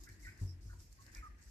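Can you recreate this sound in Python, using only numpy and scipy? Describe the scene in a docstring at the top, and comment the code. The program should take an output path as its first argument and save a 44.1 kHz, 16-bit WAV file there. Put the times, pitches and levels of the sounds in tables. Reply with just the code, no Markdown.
"""Dry straw crackles, hisses and snaps under young pheasants stepping about a small wooden pen.
Each brittle fracture excites a brief resonance, and a claw draws a stick-slip tone from one stalk.
The birds give soft clucks and peeps, gliding whistles, over the faint twitter of the flock behind.
A dull thump and a few softer bumps ring the damped modes of the pen's frame,
and a low rumble of handling comes and goes over the steady noise of the air."""
import sys
import numpy as np
from scipy import signal
from scipy.fft import rfft, irfft, next_fast_len
from scipy.io import wavfile
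from scipy.ndimage import uniform_filter1d, map_coordinates

SR = 44100
rng = np.random.default_rng(int(sys.argv[2]) if len(sys.argv) > 2 else 0)


def master(y):
    """Save y as 16-bit WAV."""
    cut = np.clip(np.atleast_2d(y).T, -1, 1)
    pcm = np.round(cut * 32767)  # scale
    wavfile.write(sys.argv[1], SR, pcm.astype(np.int16))


N = 66150

# Feet scuffing the straw: t/s, decay time/s, relative level/dB
SCUFFS = [(.0, 0.035, -63), (0.032, 0.025, -58.5), (0.08, 0.067, -65), (0.193, 0.06, -65),
          (0.219, 0.093, -63), (0.372, 0.051, -68.5), (0.396, 0.056, -62.5), (0.448, 0.075, -71),
          (0.608, 0.23, -68.5), (0.788, 0.057, -63.5), (0.909, 0.066, -68), (1.001, 0.089, -65.5),
          (1.115, 0.057, -64), (1.15, 0.043, -61), (1.231, 0.051, -69.5), (1.38, 0.047, -72.5),
          (1.411, 0.32, -67.5)]
# Breaking stalks: t/s, level before colouring/dB, ring f/Hz
SNAPS = [(0.0374, -43.5, 7780), (0.0904, -45, 8640), (0.098, -51, 6400), (.2345, -53, 5630),
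         (0.376, -53, 6200), (0.804, -50.5, 5270), (0.928, -47, 7140), (1.0246, -49.5, 5540),
         (1.0656, -47.5, 4860), (1.1494, -39.5, 5100), (1.170, -44, 5930), (1.4277, -53, 6560)]
# Claw on a stalk: t/s, decay time/s (sign has no effect), f/Hz, level before colouring/dB
SCRAPE = (.473, -0.0348, 5295, -54)
# Response of the straw, left and right: f/Hz, gain/dB
STRAW_LEFT = [(500, -16), (2300, -13.5), (3300, -12), (4700, -1.5), (6300, -4.5), (8200, -3),
              (10000, -10.5), (13000, -4.5)]
STRAW_RIGHT = [(500, -7), (2300, -8.5), (3300, -17.5), (4400, -3.5), (5400, 1.5), (7600, -2), (9400, -26),
               (13000, -17)]
# Clucks and peeps: t/s, duration/s, first f/Hz, last f/Hz, level/dB, roughness (0-1)
NOTES = [(0.062, 0.019, 1436, 1457, -64.5, 0.2), (0.066, 0.043, 1789, 1969, -57, 0.67),
         (0.224, 0.029, 2108, 2034, -62, 0.04), (0.247, 0.016, 2130, 1800, -50, 0.1),
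         (0.260, 0.017, 1796, 2035, -52, 0.1), (0.265, 0.034, 1488, 1546, -52.5, 0.01),
         (0.268, 0.0338, 1788, 2253, -55.5, 0.76), (0.688, 0.056, 1493, 1407, -62, 0.46),
         (0.727, 0.02, 1070, 930, -61.5, 0.36), (0.984, 0.04, 1081, 1110, -62.5, 0.04),
         (1.153, 0.046, 1447, 1430, -66.5, 0.25), (1.152, 0.0457, 1978, 2240, -57.5, .95),
         (1.222, 0.045, 1274, 1254, -51, 0.02), (1.256, 0.026, 1206, 1212, -51.5, 0.01)]
# Blows on the frame: t/s, relative level/dB
THUMPS = [(0.095, -55.5), (0.262, -55), (0.414, -35), (.655, -48.5), (0.733, -57), (0.993, -67)]
# Modes of the frame: f/Hz, relative level/dB, T60/s
FRAME_MODES = [(85.5, 3.5, 0.48), (131.1, -11.5, 0.48), (228.8, -17.5, 0.26), (321.3, -22.5, 0.27)]
# Noise of a blow: f/Hz, relative level/dB
KNOCK_SPECTRUM = [(100, -49), (350, 12), (600, 5), (1000, 0), (3000, -14.5)]
# Swells of the rumble: centre t/s, half-width/s, level/dB
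RUMBLE_SWELLS = [(.01, 0.039, -54.5), (.12, 0.018, -58), (.255, 0.03, -51), (.44, 0.024, -44.5),
                 (.70, 0.081, -50.5), (.915, 0.022, -58.5), (1.115, 0.0088, -56.5), (1.195, 0.019, -45.5),
                 (1.32, 0.031, -54.5), (1.48, 0.021, -54.5)]
# Murmur above the rumble: t/s, level/dB
MURMUR_LEVEL = [(0.0, -68.5), (0.756, -71.5), (0.952, -82.5), (1.17, -67.5), (1.5, -80)]
# Its spectrum: f/Hz, relative level/dB
MURMUR_SPECTRUM = [(60, -30.5), (170, -1.5), (260, -2.5), (330, 2.5), (480, -25), (1000, -20), (2500, -34)]
# Twitter of the far flock: t/s, level/dB
FLOCK_LEVEL = [(0.0, -76), (0.36, -69.5), (0.87, -96), (1.018, -75), (1.16, -65), (1.5, -77)]
# Its spectrum: f/Hz, relative level/dB
FLOCK_SPECTRUM = [(1250, -6.5), (1600, 7), (1950, 9), (2250, -1), (2700, -4), (3500, -28)]
# Still air: f/Hz, relative level/dB
AIR_SPECTRUM = [(20, -44), (60, 10), (330, -18), (800, -27.5), (2500, -26), (3300, -30.5), (13000, -49)]
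# Likeness of noise at left and right: f/Hz, coherence (0-1)
COHERENCE = [(500, 0.81), (1000, 0.0049)]
# Reverberation of the pen: f/Hz, T60/s
PEN_DECAY = [(200, 0.081), (1500, 0.36), (5000, 0.11), (12000, 0.014)]

STRAW_GAIN_DB, STRAW_REST_DB, STRAW_PATCHY_DB, HISS_DB, SCUFF_RISE_S = 0.5, -82, 2.3, 6.5, 0.007
CRACKLES_PER_S, CRACKLE_SPREAD_DB, CRACKLE_T60_S = 3200, 3.5, 0.012
CRACKLE_LOW_HZ, CRACKLE_HIGH_HZ = 3797, 12970
SNAP_T60_S, SNAP_ECHO_DB, SPLINTER_DB, SPLINTER_T60_S = 0.005, -14, -17, 0.06
STALK_RING_DB, STALK_T60_S = -3.5, 0.007
QUAVER_DEPTH, QUAVER_PER_S, RASP_PER_S, NOTE_EDGE_SHARE = 0.012, 130, 850, 0.3
CALL_ECHO_DB, HOARSE_ECHO_DB = -15, 10
THUMP_ATTACK_S, KNOCK_DB, KNOCK_T60_S = 0.0023, -26.5, 0.37
FRAME_SHARP_SHARE, FRAME_SETTLE_S, SHUDDER_DB, SHUDDER_PER_S = 0.199, 0.06, 1.7, 45
RUMBLE_HZ, RUMBLE_WANDER, RUMBLE_REST_DB = 48.5, 0.14, -72
FLOCK_PAN_DB, FLOCK_FLUTTER_DB, AIR_DB, TOP_HZ = 5, 3.4, -63, 13300


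def rustle():
    """Fracture crackles and friction hisses underfoot; the scuffs are incoherent, so powers add."""
    t = np.arange(N) / SR
    power = np.full(N, amp(STRAW_REST_DB) ** 2)
    for start, decay, db in SCUFFS:
        add(power, start, amp(db) ** 2 * stroke(t, decay))
    stalks = crackles() + amp(HISS_DB) * rng.standard_normal((2, N))
    return amp(STRAW_GAIN_DB) * np.sqrt(power) * unit(straw_colour(patchy(stalks)))


def crackles():
    """Shot noise: tiny fractures at random times each excite a damped sinusoid of random pitch."""
    count, t = int(CRACKLES_PER_S * N / SR), np.arange(SR // 50) / SR
    when, pitch, size, left_phase, right_phase = rng.random((count, 5)).T[:, :, None]
    hz = CRACKLE_LOW_HZ + pitch * (CRACKLE_HIGH_HZ - CRACKLE_LOW_HZ)
    db = CRACKLE_SPREAD_DB * np.minimum(-np.log(1 - size), 3.5)  # many weak, few strong
    envelope = amp(db) * fade(t, CRACKLE_T60_S)
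    samples = ((when * N).astype(int) + np.arange(len(t))).ravel()
    sides = [envelope * np.sin(2 * np.pi * (hz * t + phase)) for phase in (left_phase, right_phase)]
    return unit(np.array([np.bincount(samples, rings.ravel(), N)[:N] for rings in sides]))


def snaps():
    """Brittle fracture: a stalk breaks with a burst of noise, rings for an instant and splinters."""
    out, t = np.zeros((2, N)), np.arange(N) / SR
    for start, db, hz in SNAPS:
        envelope = fade(t, SNAP_T60_S) + amp(SPLINTER_DB) * fade(t, SPLINTER_T60_S)
        crack = envelope * rng.standard_normal((2, N))
        ring = amp(STALK_RING_DB) * fade(t, STALK_T60_S) * np.sin(2 * np.pi * hz * t)
        add(out, start, amp(db) * (crack + ring))
    return straw_colour(out + amp(SNAP_ECHO_DB) * pen_echo(out))


def scrape():
    """Stick-slip friction: a dragging claw randomly modulates the shrill tone of one stalk."""
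    start, decay, hz, db = SCRAPE
    out, t = np.zeros((2, N)), np.arange(N) / SR
    slips = np.array([wobble(per_s=700), wobble(per_s=700)])
    add(out, start, amp(db) * np.sqrt(stroke(t, decay)) * slips * np.sin(2 * np.pi * hz * t))
    return straw_colour(out)


def stroke(t, decay):
    """Power envelope of a foot stroke: a quick rise, then a Gaussian decay."""
    return (1 - np.exp(-t / SCUFF_RISE_S)) * np.exp(-(t / decay) ** 2)


def patchy(x):
    """Spectral fluctuation: different stalks ring from moment to moment, shifting the colour."""
    spectra = signal.stft(x, nperseg=256)[2]
    patches = uniform_filter1d(rng.standard_normal(spectra.shape[1:]), size=3, axis=0)
    patches = uniform_filter1d(patches, size=12, axis=1)
    return signal.istft(spectra * amp(STRAW_PATCHY_DB * unit(patches)), nperseg=256)[1][:, :N]


def straw_colour(x):
    """The frequency response of dry stalks shapes the excitation, differently on each side."""
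    return filtered(x, lambda hz: amp([along(STRAW_LEFT, hz), along(STRAW_RIGHT, hz)]))


def calls():
    """Gliding whistles: frequency modulation makes them quaver, noise modulation makes them hoarse."""
    out, t = np.zeros((2, N)), np.arange(N) / SR
    for start, length, first_hz, last_hz, db, rough in NOTES:
        glide = np.interp(t, [0, length], [first_hz, last_hz])
        hz = glide * (1 + QUAVER_DEPTH * wobble(QUAVER_PER_S))
        phase = 2 * np.pi * np.cumsum(hz) / SR
        ramp = np.clip(np.minimum(t, length - t) / (NOTE_EDGE_SHARE * length), 0, 1)
        rasp = wobble(RASP_PER_S) + 1j * wobble(RASP_PER_S)
        flutter = np.sqrt(1 - rough) + np.sqrt(rough / 2) * rasp
        note = amp(db) * np.sin(np.pi / 2 * ramp) * flutter * np.exp(1j * phase)
        direct = np.array([note.real, note.imag])  # off to one side: a quarter cycle apart
        echo = amp(CALL_ECHO_DB + HOARSE_ECHO_DB * rough) * pen_echo(note.real)
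        add(out, start, direct + echo)  # clean peeps have less echo and sound nearer
    return out


def thumps():
    """Impacts excite the frame's damped modes, which start sharp, settle and shudder as they fade."""
    out, t = np.zeros((2, N)), np.arange(N) / SR
    warped_t = t + FRAME_SHARP_SHARE * FRAME_SETTLE_S * (1 - np.exp(-t / FRAME_SETTLE_S))
    ring = sum(amp(db) * fade(t, t60) * np.sin(2 * np.pi * hz * warped_t) for hz, db, t60 in FRAME_MODES)
    attack = 1 - np.exp(-t / THUMP_ATTACK_S)
    for start, db in THUMPS:
        knock = amp(KNOCK_DB) * fade(t, KNOCK_T60_S) * stereo_noise(KNOCK_SPECTRUM)
        shudder = amp(SHUDDER_DB * wobble(SHUDDER_PER_S))
        add(out, start, amp(db) * attack * (ring * shudder + knock))
    return out


def rumble():
    """Handling: a low tone under random frequency modulation swells and sinks below a dull murmur."""
    t = np.arange(N) / SR
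    hz = RUMBLE_HZ * np.exp(RUMBLE_WANDER * wobble(per_s=45.08))
    tone = unit(np.sin(2 * np.pi * np.cumsum(hz) / SR))
    power = sum(amp(db) ** 2 * np.exp(-((t - centre) / width) ** 2) for centre, width, db in RUMBLE_SWELLS)
    murmur = level(MURMUR_LEVEL) * stereo_noise(MURMUR_SPECTRUM)
    return np.sqrt(amp(RUMBLE_REST_DB) ** 2 + power) * tone + murmur


def flock():
    """Superposition blurs the far birds into a narrow, fluttering band of noise."""
    pan = amp(np.array([[FLOCK_PAN_DB], [-FLOCK_PAN_DB]]) / 2)
    flutter = amp(FLOCK_FLUTTER_DB * wobble(per_s=60.08))
    return level(FLOCK_LEVEL) * pan * unit(flutter * stereo_noise(FLOCK_SPECTRUM))


def air():
    """Stationary background noise, strongest in the bass."""
    return amp(AIR_DB) * stereo_noise(AIR_SPECTRUM)


def pen_echo(x):
    """Reverberation: convolution with a noise tail for each side, its decay set by frequency."""
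    hz, t, spectra = signal.stft(rng.standard_normal((2, SR // 2)), SR, nperseg=256)
    tail = signal.istft(spectra * fade(t, along(PEN_DECAY, hz)[:, None]), SR, nperseg=256)[1]
    return signal.fftconvolve(np.atleast_2d(x), tail / np.linalg.norm(tail[0]), axes=1)[:, :N]


def stereo_noise(spectrum):
    """Coloured noise of rms 1, coherent between the sides only at low frequencies."""
    def response(hz):
        angle = np.arccos(along(COHERENCE, hz)) / 2
        return amp(along(spectrum, hz)) * [np.cos(angle), np.sin(angle)]
    mid, side = filtered(rng.standard_normal((2, N)), response)
    return unit(np.array([mid + side, mid - side]))


def amp(db):
    """Decibels to amplitude ratio."""
    return 10 ** (np.asarray(db) / 20)


def unit(x):
    """Normalisation to rms 1."""
    return x / np.sqrt(np.mean(x ** 2) + 1e-20)


def along(points, hz):
    """Interpolation of (f/Hz, value) rows on a log frequency axis."""
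    f, values = np.transpose(points)
    return np.interp(np.log(hz + 1), np.log(f + 1), values)


def level(rows):
    """Gain per sample from (t/s, level/dB) rows."""
    return amp(np.interp(np.arange(N) / SR, *np.transpose(rows)))


def wobble(per_s):
    """A smooth random curve with per_s knots a second."""
    return map_coordinates(rng.standard_normal(4096), [np.arange(N) * per_s / SR], mode="wrap")


def fade(t, t60):
    """Exponential decay, 60 dB in t60."""
    return amp(-60 * t / t60)


def filtered(x, response):
    """Linear filtering: the spectrum of x times a frequency response."""
    size = next_fast_len(N + SR // 2)
    return irfft(rfft(x, size) * response(np.fft.rfftfreq(size, 1 / SR)), size)[..., :N]


def add(track, start_s, sound):
    """Superposition of a delayed sound on a track."""
    i = max(round(start_s * SR), 0)
    track[..., i:] += sound[..., :N - i]


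def scene():
    """Sound pressures add: straw and birds over the low sounds and the air of the pen."""
    low = (thumps() + rumble()) * amp([[0.7], [-0.7]])  # slightly to the left
    return calls() + flock() + rustle() + scrape() + snaps() + low + air()


def record(dry):
    """An ideal low-pass filter limits the bandwidth."""
    return filtered(dry, lambda hz: hz < TOP_HZ)


dry = scene()
out = record(dry)
master(out)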